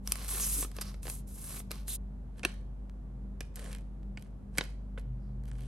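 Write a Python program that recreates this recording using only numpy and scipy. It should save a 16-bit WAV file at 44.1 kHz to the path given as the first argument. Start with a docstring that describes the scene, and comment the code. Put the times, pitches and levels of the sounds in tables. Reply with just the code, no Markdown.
"""At a desk in a small room, sticker sheets are slid out of thin plastic sleeves: film hisses and crinkles.
Then tweezers lift stickers off stiff backing paper, which crackles and snaps as it buckles.
Friction is a stream of random slips; buckles are dying bursts of cracks sent through sheet resonances.
Short scrapes, ringing notes and two faint ticks join them; echoes of desk and room follow the handling.
A low mains hum and rumble lie below, a drone joins late; a close stereo pair of microphone ports hears it."""
import sys
import numpy as np
from scipy import signal
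from scipy.fft import rfft, irfft, next_fast_len
from scipy.io import wavfile
from scipy.ndimage import map_coordinates

SR = 44100
rng = np.random.default_rng(int(sys.argv[2]) if len(sys.argv) > 2 else 0)


def master(y):
    """Save y as 16-bit WAV."""
    cut = np.clip(np.atleast_2d(y).T, -1, 1)
    pcm = np.round(cut * 32767)  # scale
    wavfile.write(sys.argv[1], SR, pcm.astype(np.int16))


N = 250047
TIME = np.arange(N) / SR

# pushes and drags of a sheet in its sleeve, before the layer gains:
# start_s, length_s, attack_s, release_s, swell_db, hiss_db, body_db
SLIDES = [(0.069, .2, 0.085, 0.09, 4.5, -46, -55), (0.281, 0.12, .018, 0.091, 0, -33.5, -48),
          (0.404, .218, 0.21, 0.15, -0.5, -30, -52.5), (0.766, .125, 0.2, 0.28, 4, -55.5, -58.5),
          (1.027, 0.078, 0.029, 0.088, 12, -44, -60), (1.097, 0.11, 0.076, 0.057, -18, -45, -65.5),
          (1.277, 0.204, 0.035, 0.35, 11.5, -46.5, -66), (1.489, .11, 0.21, 0.078, -0.5, -41, -56),
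          (1.709, 0.096, 0.024, 0.45, -11.5, -56.5, -59.5), (1.882, 0.079, 0.032, 0.013, 1, -34, -65)]
# friction colours of the film and of the dragged sheet: frequency_hz, relative_density_db
HISS = [(1500, -34.5), (3000, -20), (4500, -18.5), (6500, -9.5), (8500, -5), (9700, -0.5), (10900, 3),
        (12000, -4), (13200, -20.5), (15800, -24)]
BODY = [(150, -14), (300, 4.5), (600, 0), (1200, 5.5), (1750, -1.5), (2250, 3), (2800, 0), (4000, 1.5),
        (6000, 0.5), (12000, -29)]
# creases of the film flipping over: start_s, level_db, brightness_db_per_octave, t60_s
CRINKLES = [(.0746, -47.5, 3.5, 0.0064), (.1207, -38, 5, 0.011), (.156, -48, 0.5, 0.0067),
            (.246, -54, 0, .007), (.3983, -48, 2, 0.0072), (.6264, -46.5, -1.5, 0.03),
            (.6469, -49, -1.5, 0.018), (.7152, -61, 1, 0.011), (.7656, -53.5, 1.3, 0.022),
            (.7861, -47, -2, 0.01), (.8114, -47.5, 3.5, .04), (.815, -45.5, 2, 0.05),
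            (.9424, -59, -1, 0.019), (1.0305, -59, 4.5, .012), (1.0548, -54.5, -3, 0.0077),
            (1.0686, -48.5, -1, 0.0058), (1.0802, -49.5, -2, 0.017), (1.0989, -47, 3.5, 0.017),
            (1.6018, -57, -2.5, 0.016), (1.7084, -49.5, -1.5, 0.021), (1.7148, -46, 2, 0.014),
            (1.8806, -50, 3.5, 0.029)]
# resonances of the bent film: frequency_hz, width_hz, relative_level_db
FILM_MODES = [(588, 790, -6.5), (1278, 280, -1), (2386, 2500, -5.5), (4775, 1300, 1.5), (6270, 1020, 8),
              (8700, 2440, 15.5), (11040, 1200, 24)]
# what all film buckles share: one offset_db for each of the SNAP_BANDS
FILM_SHAPE_DB = (-1, 0, 1, 0)


def sleeves(hiss_db=-4.0, body_db=0.0, crinkle_db=.0, stray_db=-10.0):
    """Sliding friction and buckling: film hisses along the sheet, shakes it, and crinkles."""
    hiss_level = strokes([(*push, hiss) for *push, hiss, body in SLIDES])
    body_level = drag()
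    hiss_rub = friction(HISS, per_s=4500, spread_db=3.3, smooth=.85, flutter_db=1.1)
    body_rub = friction(BODY, per_s=600, spread_db=3.5, smooth=.75, flutter_db=1.5)
    hiss = from_db(hiss_level + hiss_db) * hiss_rub
    body = from_db(body_level + body_db) * body_rub
    creases = [*CRINKLES, *strays(body_level + stray_db, per_s=35, spread_db=5, t60=.009)]
    crinkles = buckles(creases, FILM_MODES, FILM_SHAPE_DB, lag_s=0.00044, crackle=2.1, top_hz=12700)
    return hiss + body + from_db(crinkle_db) * crinkles


def drag():
    """Friction as a driving force: how strongly the sliding sheet is shaken, in dB."""
    return strokes([(*push, body) for *push, hiss, body in SLIDES])


# pulls of the tweezers on a sticker, before peel_db:
# start_s, length_s, attack_s, release_s, swell_db, level_db
PULLS = [(2.385, 0.013, 0.12, 0.14, -1, -62), (2.46, 0.038, 0.054, .36, -7, -55),
         (3.412, .01, .01, .25, -1.5, -61.5), (3.572, .14, 0.087, 0.32, -1, -54.5),
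         (4.18, 0.082, .1, .2, -2, -71.5), (4.555, 0.06, 0.11, .33, 8, -57),
         (4.98, 0.011, 0.013, 0.088, 0, -59), (5.475, .195, .14, .1, 8, -65.5)]
# colour of the breaking glue: frequency_hz, relative_density_db
GLUE = [(200, 1), (500, 10.5), (1000, 2), (1800, 0), (2400, -3), (3200, -4), (5000, -7), (6600, -6.5),
        (8500, -0.5), (11000, 0.5), (12300, -22.5), (13500, -46.5), (16000, -29)]
# snaps and ticks of the backing paper, before snap_db:
# start_s, level_db, brightness_db_per_octave, t60_s
SNAPS = [(2.3942, -59.5, 0, .02), (2.4325, -49.5, -0.5, 0.023), (2.4368, -47, -1.7, 0.051),
         (2.4497, -33.5, 0.1, 0.015), (3.4065, -46, 0.1, 0.017), (3.5579, -58.5, 7, 0.04),
         (3.7157, -63.5, 3, 0.033), (3.7286, -55, 2.5, 0.018), (3.7492, -55.5, 1.5, 0.0047),
         (3.7843, -65.5, 0.5, .017), (4.1734, -53.5, -1, 0.015), (4.2237, -65, 3, .007),
         (4.5746, -47.5, 0.5, .08), (4.583, -32.5, 0.54, 0.023), (4.6091, -39.5, -1.5, 0.018),
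         (4.9767, -52.5, -3, 0.041), (5.4368, -72, 1, 0.011), (5.4553, -71, 1, .007),
         (5.4795, -69, 0.5, .011), (5.5147, -61.5, -0.5, 0.0049)]
# resonances of the bent paper: frequency_hz, width_hz, relative_level_db
PAPER_MODES = [(335.7, 650, -0.5), (595, 920, -10.5), (833, 250, -14.5), (1480, 280, 3), (1840, 590, 3),
               (2504, 290, 2.5), (2670, 220, -2.5), (3190, 390, -2), (3820, 300, -6), (4320, 790, -6.5),
               (6330, 4200, -10.5), (8960, 1200, -5.5), (11030, 560, -1.5)]
# what all paper buckles share: one offset_db for each of the SNAP_BANDS
PAPER_SHAPE_DB = (0, 1.1, 0.23, -0.26)


def stickers(peel_db=-0.5, snap_db=-1.5, threads_per_s=3000, brisk_db=-55, stray_db=-6.5):
    """Adhesive fracture: threads of glue break in a fine crackle; the backing snaps as it bends."""
    level = strokes(PULLS)
    per_s = np.clip(threads_per_s * from_db(1.4 * (level - brisk_db)), 250, 8000)
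    # the stronger the pull, the more the single breaks merge into a smooth rasp
    merged = np.clip(per_s / threads_per_s, .6, .8)
    crackle = friction(GLUE, per_s, spread_db=3.2, smooth=merged, flutter_db=1.3, spread_out=.5)
    events = [*SNAPS, *strays(level + stray_db, per_s=50, spread_db=4, t60=.01)]
    snaps = buckles(events, PAPER_MODES, PAPER_SHAPE_DB, lag_s=0.001122, crackle=0.97, top_hz=11800)
    return from_db(level + peel_db) * crackle + from_db(snap_db) * snaps


def friction(spectrum, per_s, spread_db, smooth, flutter_db, spread_out=.45):
    """Stick-slip: tiny uneven slips over a smooth rub, reaching each port a little differently."""
    sizes = from_db(spread_db * np.minimum(rng.exponential(1, N), 4)) * rng.choice([-1, 1], N)
    slips = rms_one(sizes) * (rng.random(N) < per_s / SR) * np.sqrt(SR / per_s)
    shared = slips + smooth * rng.standard_normal(N)
    own_colour = [(300, 6.0), (7000, 2.5), (9000, -11.0), (16000, -7)]
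    own = spread_out * coloured(rng.standard_normal((2, N)), own_colour)
    return coloured(shared + own, spectrum) * from_db(flutter_db * drift(110))


# ranges over which the strength of a buckle is set: low_hz, high_hz
SNAP_BANDS = [(250, 1100), (1100, 3500), (3500, 7500), (7500, 14000)]
DULL_OCT_PER_DB = 0.45   # octaves the top corner moves per dB per octave of brightness


def buckles(events, modes, shape_db, lag_s, crackle, top_hz):
    """Dispersion: a kick and a dying burst of micro-cracks spread through a sheet as bending waves."""
    size, lead = 4096, 128   # samples
    hz, t = bins(size), np.arange(size) / SR
    sheet = 0
    for k, (f, width, db) in enumerate(modes):
        resonance = 1j * hz * width / (f * f - hz * hz + 1j * hz * width)
        sheet = sheet + (-1) ** k * from_db(db) * resonance
    # bending waves are slower in the bass: lag_s is about how late they come at 1 kHz
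    late_s = lag_s * np.maximum(1400 / (hz + 300) - .1, 0) + lead / SR
    travel = np.exp(-2j * np.pi * np.cumsum(late_s) * hz[1])
    centres = np.sqrt(np.prod(SNAP_BANDS, axis=1))
    octaves = np.log2(centres) - np.log2(centres).mean()
    out = np.zeros(N + 2 * size)
    for (s, level_db, bright_db, t60), cracks in zip(events, rng.standard_normal((len(events), size))):
        burst = cracks * from_db(-60 * t / max(t60, .002))
        wave = (1 + crackle * rfft(burst / np.linalg.norm(burst))) * sheet * travel
        # strength in each range, as rms over 10 ms
        norms = [np.linalg.norm(wave[(hz > lo) & (hz < hi)]) for lo, hi in SNAP_BANDS]
        strength = np.array(norms) * np.sqrt(200 / size / SR)
        # a tight buckle is bright, a wide one dull
        wanted_db = level_db + np.array(shape_db) + bright_db * octaves
        gain_db = wanted_db - 20 * np.log10(strength)
        corner_hz = top_hz * 2 ** (DULL_OCT_PER_DB * min(bright_db, .5))
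        filter_db = at_hz(np.c_[centres, gain_db], hz) + top_loss(hz, corner_hz)
        at = int(s * SR) - lead + size
        out[at:at + size] += irfft(wave * from_db(filter_db))
    return out[size:size + N]


def top_loss(hz, corner_hz, loss_db=19):
    """High-frequency shelf: the gain in dB falls in one smooth tanh step around the corner, to -loss_db."""
    return -loss_db * (1 + np.tanh((hz - corner_hz) / 700)) / 2


def strays(level_db, per_s, spread_db, t60):
    """Random buckling: small chance events as strong as the movement, in rows like those of CRINKLES."""
    count = int(per_s * N / SR)
    when, size, bright = rng.random((count, 3)).T
    at = (when * (N - 1)).astype(int)
    levels = level_db[at] + spread_db * (2 * size - 1)
    rows = np.c_[at / SR, levels, 3 * (2 * bright - 1), np.full(count, t60)]
    return rows[rows[:, 1] > -85]


def strokes(rows):
    """Envelope in dB of hand movements: 60 dB rise in the attack, even swell, 60 dB fall in the release."""
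    level = np.full(N, -120.0)
    for start, length, attack, release, swell_db, level_db in rows:
        t = TIME - start
        before = np.maximum(-t, 0) / max(attack, .005)
        after = np.maximum(t - length, 0) / max(release, .005)
        swell = swell_db * (np.clip(t / length, 0, 1) - .5)
        level = np.maximum(level, level_db + swell - 60 * (before + after))
    return level


# a dragged edge sets one patch of the sheet ringing, levels before gain_db and the fades:
# centre_s, length_s, pitch_hz, level_db
SCRAPES = [(0.344, 0.049, 375, -50.5), (.352, 0.012, 2130, -43), (.375, 0.026, 1150, -45.5),
           (0.429, .07, 6470, -34), (.59, .06, 300, -43), (.632, 0.038, 8630, -34.5),
           (.82, .025, 5000, -41), (.881, .06, 5210, -51.5), (1.916, 0.1, 3800, -46),
           (2.495, 0.073, 2720, -56), (3.74, 0.07, 2490, -56.5), (4.645, 0.063, 2400, -58),
           (5.271, 0.21, 4700, -80), (5.63, 0.11, 3120, -66)]
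# width as a share of the pitch; the pitch sinks as the free length grows
SCRAPE_WIDTH, SCRAPE_SAG_OCT_PER_S = 0.17, 2.2


def scrapes(gain_db=-3.5, snag_db=-2.0):
    """Friction-driven resonance: the pitch glides down as the free length of the sheet grows."""
    out = np.zeros(N + SR)
    for s, length, hz, level_db in [*SCRAPES, *snags(drag() + snag_db)]:
        size = min(int(length * SR), SR // 4)
        r = np.exp(-np.pi * SCRAPE_WIDTH * hz / SR)
        shake = signal.lfilter([1], [1, -r], rng.standard_normal((2, SR // 4)))[:, -size:]
        glide = 2 ** (-SCRAPE_SAG_OCT_PER_S * (TIME[:size] - length / 2))
        phase = 2 * np.pi * np.cumsum(hz * glide) / SR
        ring = rms_one(shake[0] * np.cos(phase) + shake[1] * np.sin(phase))
        at = int((s - length / 2) * SR)
        out[at:at + size] += from_db(level_db + gain_db) * ring * np.sin(np.linspace(0, np.pi, size))
    return signal.sosfilt(signal.butter(4, 12500, fs=SR, output="sos"), out[:N])


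def snags(level_db, per_s=22, lowest_hz=350, highest_hz=5000, length_s=0.03, spread_db=2.0):
    """Random stick-slip: an edge catches briefly while a sheet moves, in rows like those of SCRAPES."""
    when, size, pitch = rng.random((int(per_s * N / SR), 3)).T
    at = ((.01 + .98 * when) * N).astype(int)
    pitch_hz = lowest_hz * (highest_hz / lowest_hz) ** pitch
    levels = level_db[at] + spread_db * (2 * size - 1)
    rows = np.c_[at / SR, np.full(len(at), length_s), pitch_hz, levels]
    return rows[rows[:, 3] > -70]


# a hard buckle leaves the taut patch around it ringing, levels before gain_db and decay:
# start_s, pitch_hz, level_db, t60_s
RINGS = [(0.0751, 5770, -25, 0.0055), (.121, 4830, -30, 0.0073), (1.0688, 740, -35, 0.016),
         (2.4328, 2500, -28.5, .012), (2.4496, 2630, -14.5, 0.009), (2.4531, 375, -23, 0.029),
         (3.4068, 746, -34, .009), (4.1738, 2200, -34.5, 0.0095), (4.584, 2260, -23.5, 0.017),
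         (4.5826, 7910, -23.5, .012), (4.585, 245, -33.5, 0.03), (4.6104, 3800, -25.5, 0.011),
         (4.976, 1360, -35, 0.0083)]


def rings(gain_db=3.5):
    """Damped free vibration: short decaying notes of the bent sheet."""
    out, t = np.zeros(N + SR), TIME[:SR // 10]
    for s, hz, level_db, t60 in RINGS:
        at = int(s * SR)
        swell = 1 - np.exp(-hz * t)   # the note builds up over about one cycle
        decay = from_db(level_db + gain_db - 60 * t / t60)
        out[at:at + len(t)] += decay * swell * np.sin(2 * np.pi * hz * t)
    return out[:N]


# two faint dry ticks, impulse levels before dulling: start_s, level_db
TICKS = [(2.897, -24.5), (4.0316, -32)]


def ticks(dull_hz=1500):
    """Impulse response: single clicks dulled by a first-order low-pass."""
    clicks = np.zeros(N)
    for s, level_db in TICKS:
        clicks[int(s * SR)] = from_db(level_db)
    return signal.sosfilt(signal.butter(1, dull_hz, fs=SR, output="sos"), clicks + 1e-18)


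def in_room(broad, notes, desk_db=-12.0, room_db=-17.5):
    """Reflection: desk and hands echo everything; the room echoes only the broad sounds.

    Small ringing patches radiate little into the room."""
    close = broad + notes
    desk_colour = [(200, -10.5), (600, 4.0), (1200, 3.0), (3000, 2.0), (6000, -0.5), (9000, -2.5), (14000, -2)]
    room_colour = [(150, 3.5), (600, 1.0), (2400, 3.5), (4500, 4.5), (7000, -0.5), (11000, -17), (15000, -14)]
    desk = reflections(close, t60=0.031, first_s=0.00036, colour=desk_colour)
    room = reflections(broad, t60=.38, first_s=0.0026, colour=room_colour)
    return close + from_db(desk_db) * desk + from_db(room_db) * room


def reflections(x, t60, first_s, colour):
    """Reverberation: a dense dying train of echoes, different at each port; unit energy."""
    t = TIME[:SR * 2 // 3]
    echoes = coloured(rng.standard_normal((2, len(t))), colour)
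    echoes = echoes * from_db(-60 * t / t60) * np.clip(t / first_s - 1, 0, 1)
    echoes = echoes / np.linalg.norm(echoes, axis=1, keepdims=True)
    return signal.fftconvolve(x, echoes, axes=1)[:, :N]


# mains hum, around which the level wavers: time_s, rms_level_db
MAINS = [(0, -40.5), (.6, -39.5), (1.0, -42), (1.5, -46), (1.8, -41), (2.3, -45), (3.0, -43), (3.15, -41.5),
         (4.1, -42.5), (4.25, -45), (5.1, -40), (5.67, -39.5)]
MAINS_HZ = 48.93
# weaker steady lines: pitch_hz, rms_level_db, waver_db
HUM = [(99.6, -64.5, 4.5), (129.6, -58.5, 5), (249.5, -63.5, 3.5)]
# one line of the hum throbs slowly
THROB_HZ, THROB_DB, THROB_DEPTH_DB = 199.2, -56.5, 4
THROBS_PER_S, FIRST_THROB_S = 2.48, .06
# colour of the room rumble: frequency_hz, relative_density_db
ROOM_TONE = [(20, -26.5), (35, -8), (55, 4), (80, 2.5), (105, -4), (135, -1), (170, -1.5), (230, -10),
             (320, -13.5), (500, -18), (800, -23.5), (1300, -32.5), (2500, -44), (5000, -51.5),
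             (12000, -52), (13500, -83)]


def background(tone_db=-51.0, apart_db=-52):
    """Line spectrum over broadband noise: wavering mains hum above the rumble of the room."""
    throb = np.cos(2 * np.pi * THROBS_PER_S * (TIME - FIRST_THROB_S))
    mains_db, = in_time(MAINS)
    hum = tone(MAINS_HZ, mains_db + 1.5 * drift(9.5), .7)
    hum = hum + tone(THROB_HZ, THROB_DB + THROB_DEPTH_DB * throb + 1.3 * drift(4.6), .8)
    for hz, level_db, waver_db in HUM:
        hum = hum + tone(hz, level_db + waver_db * np.tanh(drift(6)), .6)
    rumble = from_db(tone_db) * coloured(rng.standard_normal(N), ROOM_TONE)
    # long waves reach both ports alike, short ones differ
    apart = from_db(apart_db) * coloured(rng.standard_normal(N), ROOM_TONE)
    apart = signal.sosfilt(signal.butter(1, 330, "high", fs=SR, output="sos"), apart)
    return hum + drone() + rumble + apart * [[1], [-1]]


# a low drone that sets in late, level of each tone before gain_db: time_s, rms_level_db
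DRONE = [(4.9, -77.5), (5.08, -47), (5.67, -49.5)]
# its two tones: pitch_hz
DRONE_HZ = (123.8, 129.4)


def drone(gain_db=-1.5):
    """Beating: two close low tones drift in and out of step."""
    level, = in_time(DRONE)
    return sum(tone(hz, level + gain_db, 1.6) for hz in DRONE_HZ)


def tone(hz, level_db, waver_hz):
    """Frequency modulation: a sine of the given rms level whose pitch wavers."""
    phase = 2 * np.pi * np.cumsum(hz + waver_hz * drift(4)) / SR
    return np.sqrt(2) * from_db(level_db) * np.sin(phase)


def from_db(db):
    """Decibels: level to amplitude ratio."""
    return 10 ** (np.asarray(db) / 20)


def rms_one(x):
    """Normalisation to unit rms."""
    return x / np.sqrt(np.mean(x ** 2) + 1e-20)


def in_time(rows):
    """Linear interpolation: each column of a curve, sample by sample."""
    s, *columns = np.transpose(rows)
    return [np.interp(TIME, s, c) for c in columns]


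def at_hz(points, hz):
    """Logarithmic pitch axis: read a spectrum between its points."""
    f, value = np.transpose(points)
    return np.interp(np.log(hz + 1), np.log(f), value)


def bins(size):
    """Fourier analysis: the frequencies of the bins in Hz."""
    return np.fft.rfftfreq(size, 1 / SR)


def coloured(x, spectrum):
    """Linear filtering: give a signal a spectrum; rms 1."""
    size = next_fast_len(x.shape[-1])
    gain = from_db(at_hz(spectrum, bins(size)))
    return rms_one(irfft(rfft(x, size) * gain, size)[..., :x.shape[-1]])


def drift(rate):
    """Slow random modulation: chance of spread about 1, with rate random knots a second."""
    knots = rng.standard_normal(N // 10)
    return map_coordinates(knots, [TIME * rate + 2], order=1, mode="wrap") * np.sqrt(3 / 2)


RUSTLE_STOP_S = 1.969   # the rustle stops dead here, echo and all


def scene():
    """Superposition: handling sounds in the room, over its hum."""
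    handling = in_room(sleeves() + stickers() + scrapes(), rings())
    pause = np.interp(TIME - RUSTLE_STOP_S, [0, .004, .2, .3], [1, 0, 0, 1])
    return handling * pause + ticks() + background()


# level of the left port over the right: frequency_hz, left_minus_right_db
PORT_BALANCE = [(60, .5), (200, 0), (700, -1.5), (2400, -2.5), (4400, -3), (8100, -0.85), (15000, 0.5)]
# angle by which the left port leads the right: frequency_hz, lead_rad
PORT_PHASE = [(20, 0), (1000, -.1), (2600, -.6), (5000, -.45), (7600, -1.15), (8700, 0), (9500, 1.4),
              (10250, 3.1), (11000, 4.7), (11800, 5.8), (12700, 6.5), (14400, 12.6)]
CUTOFF_HZ = 16000


def record(dry):
    """Interchannel difference: the two ports differ in level and phase; the top is cut."""
    size = next_fast_len(N + SR // 10)
    hz = bins(size)
    balance = from_db(at_hz(PORT_BALANCE, hz) * [[.5], [-.5]])
    lag = np.exp(-1j * at_hz(PORT_PHASE, hz) * [[0], [1]])
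    heard = irfft(rfft(dry, size) * (balance * lag), size)[:, :N]
    return signal.sosfilt(signal.ellip(10, .1, 80, CUTOFF_HZ, fs=SR, output="sos"), heard)


dry = scene()
out = record(dry)
master(out)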